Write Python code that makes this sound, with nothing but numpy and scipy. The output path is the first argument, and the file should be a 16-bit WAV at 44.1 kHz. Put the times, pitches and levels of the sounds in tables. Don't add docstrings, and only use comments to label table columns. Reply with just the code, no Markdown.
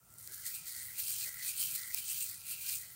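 import sys
import numpy as np
from scipy import signal
from scipy.fft import rfft, irfft, next_fast_len
from scipy.io import wavfile
from scipy.ndimage import uniform_filter1d

SR = 44100
rng = np.random.default_rng(int(sys.argv[2]) if len(sys.argv) > 2 else 0)


def log_audio(samples):
    frames = np.atleast_2d(samples).T
    limited = np.clip(frames, -1, 1)
    pcm = np.round(limited * 32767).astype(np.int16)
    wavfile.write(sys.argv[1], SR, pcm)


def amplitude_ratio(level_db):
    exponent = np.asarray(level_db, float) / 20
    return 10 ** exponent


N = 130095
T_S = np.arange(N) / SR


def rms_one(x):
    return x / np.sqrt(np.mean(x ** 2) + 1e-20)


def drift(rate_hz):
    r = np.exp(-16 * np.pi * rate_hz / SR)
    slow = signal.lfilter([1], [1, -2 * r, r * r], rng.standard_normal(N // 8 + 4002))
    slow = rms_one(slow[4000:])
    return np.interp(np.arange(N) / 8, np.arange(len(slow)), slow)


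def resonance(x, hz, width_hz):
    r = np.exp(-np.pi * width_hz / SR)
    zeros = np.array([1, 0, -1]) * (1 - r * r) / 2
    poles = [1, -2 * r * np.cos(2 * np.pi * hz / SR), r * r]
    return signal.lfilter(zeros, poles, x + 1e-18)


def double_resonance(x, hz, width_hz):
    return resonance(resonance(x, hz, width_hz * 1.5), hz, width_hz * 1.5)


def coloured(x, spectrum, patchy_db):
    hz, db = np.transpose(spectrum)
    edges_hz = 22 * 2 ** np.arange(0, 9.7, 1 / 3)
    out = 0
    for k, (low, high) in enumerate(zip(edges_hz, edges_hz[1:])):
        band = signal.sosfilt(signal.butter(2, [low, high], "band", fs=SR, output="sos"), x)
        level_db = np.interp(np.log(low * high) / 2, np.log(hz), db)
        sign = (-1) ** k
        out = out + sign * band * amplitude_ratio(level_db + patchy_db * drift(14.37))
    return rms_one(out)


# (frequency [Hz], density [dB per Hz])
HUM_SPECTRUM = [(40, -12), (65, -2), (135, 1), (200, -11.5), (400, -17), (1000, -18), (3000, -25.5),
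                (15000, -22)]
HUM_DB, FADE_IN_S = -65, 0.101
JET_HZ, JET_WIDTH_HZ, JET_DB = 1356.5, 90, -74.5


def stove():
    hum = amplitude_ratio(HUM_DB) * coloured(rng.standard_normal(N), HUM_SPECTRUM, patchy_db=2.0)
    jet = rms_one(double_resonance(rng.standard_normal(N), JET_HZ, JET_WIDTH_HZ))
    jet = jet * amplitude_ratio(JET_DB + 1.9 * drift(4.9))
    fade = np.clip(.5 + T_S / FADE_IN_S / 2, 0, 1)
    return (hum + jet) * fade


FLAKES_PER_S, FLAKE_SPREAD_DB = 12000, 3.6


def crackle(clump):
    size_db = FLAKE_SPREAD_DB * np.minimum(rng.exponential(1, N), 4.5)
    clicks = amplitude_ratio(size_db) * rng.choice([-1, 1], N)
    cracked = rng.random(N) < FLAKES_PER_S / SR
    return rms_one(clicks * cracked * clump)


# (time [s], favoured pitch [Hz], ring against stroke [dB])
HAND_SHAPES = [(0, 1900, -18), (.26, 1650, -13), (.43, 1967, -11.5), (.52, 2520, -11.5), (.66, 1960, -13),
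               (.86, 2050, -9.5), (.96, 2550, -10), (1.02, 2800, -14), (1.24, 1970, -9), (1.34, 2064, -6.5),
               (1.47, 2550, -9), (1.56, 2900, -12), (1.69, 2650, -12), (1.77, 1980, -9), (1.94, 2550, -10),
               (2.0, 2880, -12), (2.23, 2450, -14.5), (2.29, 2100, -14), (2.37, 2450, -12),
               (2.48, 2650, -10), (2.7, 2500, -13), (2.79, 2100, -10)]
# (frequency [Hz], width [Hz], level [dB])
AIR_HOLLOWS = [(1650, 220, -3), (1970, 220, 0.8), (2480, 200, -.6), (2700, 230, -1.5), (2980, 330, 1.2)]
RESHAPE_S = .08
PALM_REACH_HZ, PALM_LEAK_DB, PALM_FLICKER_DB = 280, -10, 1.9


def palm(x):
    s, pitch_hz, db = np.transpose(HAND_SHAPES)
    held = np.searchsorted(s, T_S, side="right") - 1
    shape = np.array([pitch_hz[held], db[held]])
    favoured_hz, ring_db = uniform_filter1d(shape, int(RESHAPE_S * SR), axis=1)
    out = 0
    for hz, width_hz, level_db in AIR_HOLLOWS:
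        share = np.exp(-((favoured_hz - hz) / PALM_REACH_HZ) ** 2) + amplitude_ratio(PALM_LEAK_DB)
        ring = double_resonance(x, hz, width_hz) * np.sqrt(SR / width_hz) / 2
        out = out + share * ring * amplitude_ratio(level_db + PALM_FLICKER_DB * drift(12))
    return out * amplitude_ratio(ring_db)


# (peak time [s], level [dB], rise [s per 10 dB], fall [s per 10 dB])
FINGER_STROKES = [(.13, -64, .12, .1), (.19, -52.5, .015, 0.09), (.27, -52.5, 0.0681, 0.01),
                  (.34, -46.5, 0.0816, 0.11), (0.466, -38.5, 0.0288, 0.0672), (0.556, -41, 0.0354, 0.0314),
                  (.68, -43, 0.0526, 0.0964), (.78, -44, 0.1113, 0.2546), (0.997, -37, 0.0275, 0.0377),
                  (1.098, -36.5, 0.0742, 0.1053), (1.201, -39, 0.0821, 0.0853), (1.29, -40.5, 0.103, 0.02),
                  (1.431, -44.5, 0.11, 0.1947), (1.491, -37, 0.0537, 0.0375), (1.614, -35, 0.054, 0.1041),
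                  (1.702, -40.5, 0.0106, 0.0574), (1.753, -39, 0.0126, 0.0532),
                  (1.821, -46, 0.0971, 0.1674), (1.989, -40, 0.0973, 0.0723), (2.099, -37.5, 0.0483, 0.11),
                  (2.204, -39, 0.0484, 0.0991), (2.291, -46.5, 0.1722, 0.11), (2.512, -40.5, 0.0632, 0.08),
                  (2.632, -46.5, 0.0589, 0.0728), (2.69, -37, 0.0644, 0.1067), (2.758, -42, 0.0814, 0.0137),
                  (2.93, -56, 0.31, 0.71)]
# (frequency [Hz], density [dB per Hz])
RUSTLE_SPECTRUM = [(900, -35), (2250, -26), (3400, -23), (5500, -9.5), (7500, -6.5), (10500, -7),
                   (13000, -5.5), (15700, -4.5)]
RUSTLE_DB, RUSTLE_PATCHY_DB = -.5, 1.9
CLUMP_DB, CLUMPS_PER_S = 1.3, 150
UPPER_HZ, UPPER_WIDTH_HZ, UPPER_DB = 4300, 900, -11.5
PALM_FOLLOWS, MEAN_STROKE_DB, PALM_DB = .7, -43, -1.2


def flakes():
    power = 0
    for s, db, rise, fall in FINGER_STROKES:
        power = power + amplitude_ratio(2 * db - 20 * np.maximum((s - T_S) / rise, (T_S - s) / fall))
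    pressure = np.sqrt(power) * amplitude_ratio(RUSTLE_DB)
    clump = amplitude_ratio(CLUMP_DB * drift(CLUMPS_PER_S))

    rustle = coloured(crackle(clump), RUSTLE_SPECTRUM, RUSTLE_PATCHY_DB)
    upper = rms_one(double_resonance(crackle(clump), UPPER_HZ, UPPER_WIDTH_HZ))
    upper = upper * amplitude_ratio(UPPER_DB + 1.5 * drift(9)) * np.clip(T_S / .4, 0, 1)

    palm_drive = amplitude_ratio(MEAN_STROKE_DB + PALM_DB) * (pressure / amplitude_ratio(MEAN_STROKE_DB)) ** PALM_FOLLOWS
    palm_drive = palm_drive * np.clip(T_S / .3, 0, 1)
    return pressure * (rustle + upper) + palm_drive * palm(crackle(clump))


# (time [s], peak level [dB], pitch [Hz])
STEM_SNAPS = [(0.1386, -35.5, 15200), (0.1841, -35.5, 8700), (0.2081, -34, 15200), (0.2743, -23.5, 13000),
              (0.4609, -28.5, 8750), (0.5493, -28.5, 9140), (1.035, -22.5, 9300), (1.1226, -20, 15850),
              (1.1608, -23.5, 14700), (1.1792, -22, 15500), (1.2394, -26, 8660), (1.2764, -30, 4320),
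              (1.4242, -30, 15300), (1.8332, -25, 4020), (1.9446, -8.5, 15080), (1.9924, -28, 8350),
              (2.2224, -27, 7660), (2.2644, -27, 8410), (2.4791, -30, 4490), (2.5103, -27.5, 4660),
              (2.6808, -24, 8340), (2.7044, -23, 14000), (2.7104, -24, 15700), (2.7207, -18.5, 8680),
              (2.7264, -22, 8760), (2.7584, -24.5, 15500), (2.7704, -28, 7900)]
SNAP_CYCLES, SNAP_RING_DB, SNAP_CLICK_DB, SNAP_PALM_DB = 5.0, -3.5, -2.5, -5
SNAP_RISE_S, SNAP_CUT_HZ = .0003, 4200
CRUMB_DB, CRUMB_S = -13, .0014


def snaps():
    out, clicks = np.zeros(N), np.zeros(N)
    n = np.arange(-40, 500)
    t = n / SR
    for s, db, hz in STEM_SNAPS:
        i = int((s + .0012) * SR)
        clicks[i] = amplitude_ratio(db + SNAP_CLICK_DB)
        loss_db = np.where(n < 0, -20 * t / SNAP_RISE_S, 60 * t * hz / SNAP_CYCLES)
        ring = amplitude_ratio(SNAP_RING_DB - loss_db) * np.sin(2 * np.pi * hz * t)
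        crumbs = (n > 0) * rng.standard_normal(len(n)) * amplitude_ratio(CRUMB_DB - 20 * t / CRUMB_S)
        out[i + n] += amplitude_ratio(db) * (ring + crumbs)
    high_pass = signal.butter(3, SNAP_CUT_HZ, "high", fs=SR, output="sos")
    bright = signal.sosfilt(high_pass, out + clicks + 1e-18)
    return bright + palm(clicks) * amplitude_ratio(SNAP_PALM_DB)


# (time [s], level [dB], pitch [Hz], length [s])
HAND_KNOCKS = [
    (.3, -69, 280, .06),
    (1.275, -69, 550, .06),
    (1.74, -66, 140, .06),
]


def knocks():
    out = np.zeros(N)
    for s, db, hz, length_s in HAND_KNOCKS:
        puff = rms_one(resonance(rng.standard_normal(N), hz, hz * .6))
        out += amplitude_ratio(db) * puff * np.exp(-((T_S - s) / length_s * 2) ** 2)
    return out


SIDE_DB, SIDE_CUT_HZ = -92, 130


def scene():
    mid = stove() + flakes() + snaps() + knocks()
    low_pass = signal.butter(1, SIDE_CUT_HZ, fs=SR)
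    side = amplitude_ratio(SIDE_DB) * rms_one(signal.lfilter(*low_pass, rng.standard_normal(N)))
    return np.array([mid + side, mid - side])


def band_limit(x):
    return signal.sosfilt(signal.butter(12, 16850, fs=SR, output="sos"), x)


MIC_HZ, MIC_WIDTH_HZ, MIC_GAIN = 8800, 1200, 0.847
EDGE_HZ, EDGE_WIDTH_HZ, EDGE_GAIN = 15700, 1300, .8
TOP_HZ, SNAP_TOP_HZ, WIDE_OPEN_DB = 15760, 16800, -21


def record(dry):
    x = dry + MIC_GAIN * resonance(dry, MIC_HZ, MIC_WIDTH_HZ)
    x = x + EDGE_GAIN * resonance(dry, EDGE_HZ, EDGE_WIDTH_HZ)
    size = next_fast_len(N)
    hz = np.arange(size // 2 + 1) * SR / size
    x = irfft(rfft(x, size) * (hz < SNAP_TOP_HZ), size)[:, :N]
    top = irfft(rfft(x, size) * (hz > TOP_HZ), size)[:, :N]
    passed = np.zeros(N)
    for s, db, pitch_hz in STEM_SNAPS:
        if db > WIDE_OPEN_DB and pitch_hz > 12000:
            passed += np.exp(-((T_S - s - .001) / .002) ** 2)
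    return band_limit(x - top * (1 - passed))


dry = scene()
out = record(dry)
log_audio(out)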